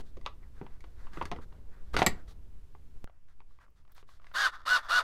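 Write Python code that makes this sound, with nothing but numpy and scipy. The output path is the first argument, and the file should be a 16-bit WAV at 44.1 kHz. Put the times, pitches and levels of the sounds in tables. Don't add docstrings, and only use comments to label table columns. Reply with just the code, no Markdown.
import sys
import numpy as np
from scipy import signal
from scipy.fft import rfft, irfft, next_fast_len
from scipy.io import wavfile
from scipy.ndimage import uniform_filter1d

SR = 44100
rng = np.random.default_rng(int(sys.argv[2]) if len(sys.argv) > 2 else 0)


def field_ratio(decibels):
    return 10 ** (np.asarray(decibels, dtype=float) / 20)


def dump_mix(stems):
    frames = np.atleast_2d(stems).T
    limited = np.clip(frames, -1, 1)
    pcm = np.round(limited * 32767).astype(np.int16)
    wavfile.write(sys.argv[1], SR, pcm)


N = 221911
TIME = np.arange(N) / SR
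CHANGE_S = 3.0435

# centre_hz, width_hz, level_db
CASE_MODES = [(428, 12, -2.5), (720, 470, 0.5), (976, 110, -8), (1160, 210, 4.5), (1380, 56, -5),
              (1950, 130, 3), (2050, 20, -4), (2260, 25, -8), (2820, 38, -11.5), (3750, 120, -6.5),
              (4446, 360, -2.5), (4860, 380, -11)]


def evened(x):
    return x / np.sqrt(np.mean(x ** 2) + 1e-20)


def read(points, hz):
    f, value = np.transpose(points)
    return np.interp(np.log(hz + 1), np.log(f + 1), value)


def colour(x, points):
    size = next_fast_len(len(x))
    gain = field_ratio(read(points, np.fft.rfftfreq(size, 1 / SR)))
    return evened(irfft(rfft(x, size) * gain, size)[:len(x)])


def band(x, lo_hz, hi_hz, order=2):
    sos = signal.butter(order, [lo_hz, min(hi_hz, 20000)], "band", fs=SR, output="sos")
    return signal.sosfilt(sos, x)


def resonate(x, hz, width_hz):
    r = np.exp(-np.pi * width_hz / SR)
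    feedback = [1, -2 * r * np.cos(2 * np.pi * hz / SR), r * r]
    return signal.lfilter([(1 - r * r) / 2, 0, (r * r - 1) / 2], feedback, x)


def body(x, modes):
    return sum(field_ratio(db) * resonate(x, hz, width_hz) for hz, width_hz, db in modes)


def wander(smooth):
    return evened(uniform_filter1d(rng.standard_normal(N), smooth))


def grit(spread_db, smooth):
    return rng.standard_normal(N) * field_ratio(spread_db * wander(smooth))


def add(mix, start_s, sound):
    part = mix[round(start_s * SR):][:len(sound)]
    part += sound[:len(part)]


def background():
    # pitch_hz, level_db (per Hz)
    hush_tones = [
        [(59, -19), (100, 4.5), (279, -9), (330, -15.5), (427, -11), (540, -35.5), (920, -20.5), (1140, -23.5), (10900, -37), (15100, -37.5), (16400, -51)],
        [(59, -60.5), (100, -2.5), (345, -30.5), (776, -39), (920, -26.5), (1540, -34), (2850, -34), (4100, -43), (4660, -38), (14100, -46.5), (16400, -44.5)],
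    ]
    # time_s, level_db
    hand_curve = [(0, -71), (.28, -67.5), (.5, -73.5), (.99, -67), (1.36, -64.5), (1.74, -66.5),
                  (1.93, -68), (1.942, -44.5), (2.08, -45), (2.13, -59.5), (2.52, -74.5), (3.04, -75),
                  (3.2, -87), (3.6, -80.5), (3.99, -79.5), (4.29, -79), (4.6, -74.5), (5.03, -79)]
    before = field_ratio(-64.5) * colour(rng.standard_normal(N), hush_tones[0])
    after = field_ratio(-74.5) * colour(rng.standard_normal(N), hush_tones[1])
    sway = colour(rng.standard_normal(N), [(1, -14.5), (4, 5.0), (8, -5.0), (25, -15.0), (40, -42.5), (200, -84.5)])
    rumble = colour(rng.standard_normal(N), [(15, -44.0), (30, 2.5), (80, -2), (130, -28.5),
                                             (300, -38.5), (1000, -91)])
    scrape = evened(band(grit(1.8, 300), 100, 480))
    hand_db = np.interp(TIME, *np.transpose(hand_curve))
    calmer_db = -6.5 * (TIME > CHANGE_S)
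    drift_db = 2 * wander(6000)
    sway_db = -37.5 + 0.19 * (hand_db + 62) + calmer_db + drift_db
    rumble_db = -52 + 0.61 * (hand_db + 70) + calmer_db
    hand = field_ratio(sway_db) * sway + field_ratio(rumble_db) * rumble + field_ratio(hand_db) * scrape
    return np.where(TIME < CHANGE_S, before, after) + hand


def room(x):
    # pitch_hz, t60_s
    decay = [(200, 0.31), (1000, 0.19), (4000, 0.16), (12000, 0.1)]
    taps = np.zeros(SR // 2)
    at = np.arange(200, len(taps) - 20, 20)
    taps[at + rng.integers(0, 20, len(at))] = rng.choice([-1., 1.], len(at))
    hz, t, z = signal.stft(taps, SR, nperseg=256)
    fade = field_ratio(-60 * t / read(decay, hz)[:, None])
    tail = signal.istft(z * fade, SR, nperseg=256)[1]
    return signal.fftconvolve(x, tail / np.linalg.norm(tail))[:N]


def rubbing():
    # start_s, length_s, rub_db, hiss_db
    strokes = [(0, 0.017, -61, -59), (0.041, 0.075, -75, -73.5), (0.39, 0.11, -73, -86),
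               (0.522, 0.16, -66.5, -76.5), (0.677, 0.11, -69.5, -80), (0.787, 0.18, -75.5, -79),
               (0.949, 0.17, -64, -72.5), (1.108, 0.14, -55, -64), (1.243, 0.052, -60.5, -68),
               (1.333, 0.07, -65, -75), (1.407, 0.043, -62, -67.5), (1.486, 0.13, -72, -82),
               (1.69, 0.14, -67, -78.5), (1.83, 0.13, -75.5, -78), (1.93, 0.028, -46.5, -53),
               (1.969, 0.082, -39, -50.5), (2.05, 0.18, -60, -72.5), (2.267, 0.065, -69, -64.5),
               (3.07, 0.17, -82, -98.5), (3.269, 0.07, -73, -79.5), (3.412, 0.01, -67.5, -94.5),
               (3.46, 0.14, -81, -83), (3.592, 0.066, -64, -76), (3.745, 0.081, -77, -79.5),
               (3.885, 0.043, -71.5, -86), (3.908, 0.03, -82, -77), (3.939, 0.084, -65.5, -67),
               (4.06, 0.12, -69.5, -69.5), (4.173, 0.27, -69.5, -76.5)]
    # pitch_hz, level_db
    rub_tone = [(290, -40.5), (500, -7), (1300, -0.5), (1570, 4), (2070, -4), (3440, -7), (7640, -38),
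                (14700, -26), (16000, -41.5)]
    grains = grit(1.0, 60)
    mid = evened(band(colour(grains, rub_tone), 300, 2400))
    mid = evened(mid + .5 * evened(body(mid, CASE_MODES)))
    hiss = colour(grains, [(1500, -26.0), (3500, 4.5), (7000, -6.5), (12000, -13), (15500, -16), (17000, -30)])
    out = np.zeros(N)
    for start_s, length_s, rub_db, hiss_db in strokes:
        at = slice(round(start_s * SR), round((start_s + 1.207 * length_s) * SR))
        stroke = field_ratio(rub_db) * mid[at] + field_ratio(hiss_db) * hiss[at]
        weakening = field_ratio(np.linspace(4, -7, len(stroke)))
        add(out, start_s, stroke * signal.windows.tukey(len(stroke), .7) * weakening)
    return out


def knock(peak_db, ring_hz, thud_db, tick_db, t60_s):
    n = 4500
    t = np.arange(n) / SR
    bounce, rough = rng.random(n), rng.standard_normal(n)
    blows = (bounce < 400 / SR) * np.sign(rough) + .07 * rough
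    blows[0] = 1.1

    def fade(share):
        return field_ratio(-60 * t / (share * np.clip(t60_s, .01, .3)))

    push = np.exp(-(np.arange(-20, 21) / np.clip(-tick_db / 9, 1, 8)) ** 2)
    soft = signal.oaconvolve(blows * fade(0.86), push)[:n]
    slope_db = .3 * (tick_db + 13.5)
    spot_db = 3 * rng.standard_normal(len(CASE_MODES))
    modes = [(hz, width_hz, db + extra_db + slope_db * np.log2(hz / 1000))
             for (hz, width_hz, db), extra_db in zip(CASE_MODES, spot_db)]
    ring = .75 * evened(resonate(resonate(soft, ring_hz, 350), ring_hz, 350))
    ring += evened(body(soft, modes))
    ring += field_ratio(slope_db - 4) * evened(band(soft, 1300, 4000))
    thud = band(blows * fade(1.5), 100, 480, order=3)
    boom = band(blows * fade(1.7), 51, 230)
    tick = band((blows + 0.34 * rough) * fade(.7), 1500, 9500)
    tick = evened(tick) + .7 * evened(body(tick, modes))
    layers = ((0, ring), (thud_db, thud), (thud_db - 3.5, boom), (tick_db + 0.5, tick))
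    return field_ratio(peak_db) * sum(field_ratio(db) * x / abs(x).max() for db, x in layers)


def knocks():
    # start_s, peak_db, ring_hz, thud_db, tick_db
    case_knocks = [(0.001, -41.5, 770, -2.5, -25), (0.17, -47.5, 1040, 4, -15), (0.212, -50, 1030, -5, -14),
                   (0.254, -46, 1000, -20, -20), (0.2618, -23, 1076, -27.5, -23.5),
                   (0.43, -52, 1950, -21, -38), (0.614, -37, 820, 2, -49), (0.665, -41.5, 950, -16, -34),
                   (0.806, -50, 2220, -28, -4), (0.841, -42, 1030, -10.5, -26), (1.069, -41, 980, -36, -34),
                   (1.133, -43, 1640, -11, -16), (1.172, -31, 1240, -6.5, -36), (1.213, -22, 977, -39, -45),
                   (1.224, -31, 1150, -7.5, -19), (1.254, -33, 1700, -7.5, -9),
                   (1.3154, -23, 970, -13.5, -23.5), (1.321, -25.5, 740, -22, -67),
                   (1.362, -41.5, 950, 1.5, -28), (1.387, -40, 960, -2, -60), (1.524, -50.5, 915, -30, -31),
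                   (1.943, -30, 330.7, -4.5, -40)]
    # start_s, peak_db, ring_hz, tick_db, t60_s
    snaps = [
        (1.942, -27.5, 1224, -21.5, 0.093),
        (1.966, -11.5, 1455, -20.5, 0.1),
        (1.989, -17, 806, -17, 0.16),
        (2.019, -7, 660, -35, 0.051),
        (2.027, -22.5, 869, -12.5, .03),
        (2.064, -12, 751, -9, .06),
        (2.0676, -9.5, 1900, -17.5, .045),
        (2.278, -53, 1252, -21, 0.099),
        (2.309, -49, 830, -10, 0.064),
    ]
    # start_s, peak_db, ring_hz, tick_db
    taps = [(2.75, -44.5, 934, -54.5), (3.0748, -45, 1286, -40), (3.097, -49.5, 647, -46),
            (3.286, -58, 1528, -23.5), (3.404, -46.5, 884, -33), (3.419, -62, 881, -41),
            (3.588, -50.5, 1057, -32), (3.664, -57, 1196, -53.5), (3.681, -59, 1070, -44),
            (3.851, -58, 1150, -31), (3.878, -57, 900, -22), (3.98, -42.5, 1070, -17.5),
            (3.995, -56, 2880, -14.5), (4.028, -46, 380, -36), (4.09, -46, 1108, -37),
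            (4.198, -52, 1070, -39.5), (4.218, -54, 1160, -24), (4.244, -46, 1100, -22.5),
            (4.268, -43.5, 1620, -20), (4.287, -57, 2700, -26.5), (4.315, -44.5, 1380, -35),
            (3.509, -60, 1100, -33), (4.17, -68.5, 1040, -29)]
    out = np.zeros(N)
    for start_s, peak_db, ring_hz, thud_db, tick_db in case_knocks:
        add(out, start_s, knock(peak_db, ring_hz, thud_db, tick_db, t60_s=0.057))
    for start_s, peak_db, ring_hz, tick_db, t60_s in snaps:
        add(out, start_s, knock(peak_db, ring_hz, -15.5, tick_db, t60_s))
    for start_s, peak_db, ring_hz, tick_db in taps:
        add(out, start_s, knock(peak_db, ring_hz, -46, tick_db, t60_s=0.026))
    return out


def switch_clicks():
    # start_s, peak_db
    clicks = [(3.7044, -77), (3.8894, -81), (3.9205, -59), (3.9489, -60), (4.3344, -63)]
    out = np.zeros(N)
    fade = field_ratio(-60 * np.arange(900) / SR / 0.00894)
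    for start_s, peak_db in clicks:
        burst = rng.standard_normal(900) * fade
        add(out, start_s, field_ratio(peak_db + 11.5) * band(burst, 12400, 21000, order=3))
    return out


def freed_bit():
    mode_hz = [2280, 4230, 7635, 9030, 11690, 12660, 14000]
    # level_db, t60_s
    mode_decay = [(-8, .2), (-14, .1), (0, .2), (-11, .18), (-9, .16), (-12, .05), (-8, .11)]
    out, t = np.zeros(N), np.arange(9000) / SR
    for hz, (db, t60_s) in zip(mode_hz, mode_decay):
        shiver = field_ratio(3 * evened(uniform_filter1d(rng.standard_normal(len(t)), 200)))
        pair = np.sin(2 * np.pi * hz * t) + .5 * np.sin(2 * np.pi * (hz + hz / 180) * t)
        strike = 1 + 17 * np.exp(-t / .009)
        add(out, 2.0635, field_ratio(-49 + db - 60 * t / t60_s) * strike * shiver * pair)
    return out


def motor():
    # pull_s, release_s, mesh_hz (top), droop_hz (by release), level_db
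    bursts = [
        (4.336, 4.461, 1709, 160, -27.5),
        (4.651, 4.763, 1510, 40, -27),
        (4.882, 4.986, 1488, 15, -26),
    ]
    spin_up_s, brake_s, stop_s = .0145, .05, 0.043
    which = np.maximum(np.searchsorted([row[0] for row in bursts], TIME) - 1, 0)
    pull, release, top_hz, droop_hz, level_db = np.array(bursts)[which].T
    held = np.clip((TIME - pull) / (release - pull), 0, 1)
    after = np.maximum(TIME - release, 0)
    rise = 1 - np.exp(-np.maximum(TIME - pull, 0) / spin_up_s) + 1e-6
    mesh_hz = (top_hz * rise - droop_hz * held ** 3.2) * np.exp(-after / brake_s)

    def follow(db, octave_db, held_db, stop_db, steep):
        loss_db = stop_db * (after / stop_s) ** steep
        return field_ratio(level_db + db + octave_db * np.log2(rise) + held_db * held - loss_db)

    return mesh_hz, follow


def rocking():
    # centre_s, peak_db, half_width_s
    swings = [(4.512, -68, 0.01), (4.546, -41, 0.013), (4.606, -53.5, 0.023), (4.849, -45, 0.024),
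              (4.88, -50.5, 0.014)]
    return sum(field_ratio(db - 3.5 * ((TIME - s) / width_s) ** 2) for s, db, width_s in swings)


def drill():
    # multiple (of the shaft speed), level_db
    shaft_lines = [(7.25, -18), (10, -15.5), (11, -20), (12, -17.5), (13, -20), (14, -13.5), (15, -3.5),
                   (16, -18), (17, -14), (20, -17.5), (29, -15), (30, -19), (35, -31), (39, -25), (44, -14),
                   (45, -27), (52, -20.5), (60, -18.5)]
    # centre_hz, width_hz, level_db
    housing = [(660, 110, -2.5), (1070, 23, 9.5), (1262, 175, 11), (1483, 97, 9), (1763, 62, 5.5),
               (2865, 260, 0.5), (3450, 220, 4.5), (3665, 52, 6.5), (4220, 180, -21), (5350, 494, -41)]
    # pitch_hz, level_db
    rattle_tone = [(120, -65), (200, 1), (867, -33), (1560, -13), (2090, -7.5), (3560, -17), (4120, -9),
                   (4520, -5), (10100, -52), (16000, -33)]
    pinion_teeth = 15
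    mesh_hz, follow = motor()
    turns = np.cumsum(mesh_hz * (1 + .006 * wander(150))) / SR / pinion_teeth
    throb = 1 + .14 * np.cos(2 * np.pi * turns)

    whine = np.zeros(N)
    for multiple, db in shaft_lines:
        flutter = wander(250)
        phase = 2 * np.pi * (multiple * turns + rng.random()) + multiple * flutter / 80
        whine += field_ratio(db + 2.2 * flutter) * np.cos(phase)
    whine = 0.69 * whine + 0.46 * body(whine, housing) + 0.58 * resonate(whine, 1455, 160)

    teeth = grit(1.16, 40) * (1 + .5 * np.cos(2 * np.pi * pinion_teeth * turns)) * throb
    shell = evened(body(teeth, housing)) + 0.47 * colour(teeth, rattle_tone)
    ring = evened(band(shell, 550, 1900, order=3))
    rattle = evened(band(shell, 2930, 14300))
    shake = evened(band(teeth, 180, 420))
    slack = 0.78 * ring + 0.53 * evened(resonate(teeth, 1310, 94))
    slack += 0.17 * evened(resonate(teeth, 3480, 200))

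    out = follow(-3, 17.5, 3.5, 39, 1.5) * throb * whine
    out += follow(-5, 6.5, 1, 14, 4.5) * ring
    out += follow(-32, 3, 0.5, 11, 1) * shake
    out += follow(-7, 10.5, 1.5, 24.5, 1.5) * rattle
    return out + rocking() * (slack + field_ratio(-17) * band(rattle, 2500, 6000))


def scene():
    hits = knocks() + switch_clicks() + freed_bit()
    return (background() + field_ratio(-14) * room(hits) + rubbing() + hits + drill())[None]


def band_limit(x):
    return signal.sosfilt(signal.butter(12, 16570, fs=SR, output="sos"), x)


def record(dry):
    treble = signal.sosfiltfilt(signal.butter(12, 15700, "high", fs=SR, output="sos"), dry)
    leak_s = .013
    step = .03 * (TIME > CHANGE_S) * np.exp(-np.maximum(TIME - CHANGE_S, 0) / leak_s)
    return band_limit(dry - .93 * treble + step)


dry = scene()
out = record(dry)
dump_mix(out)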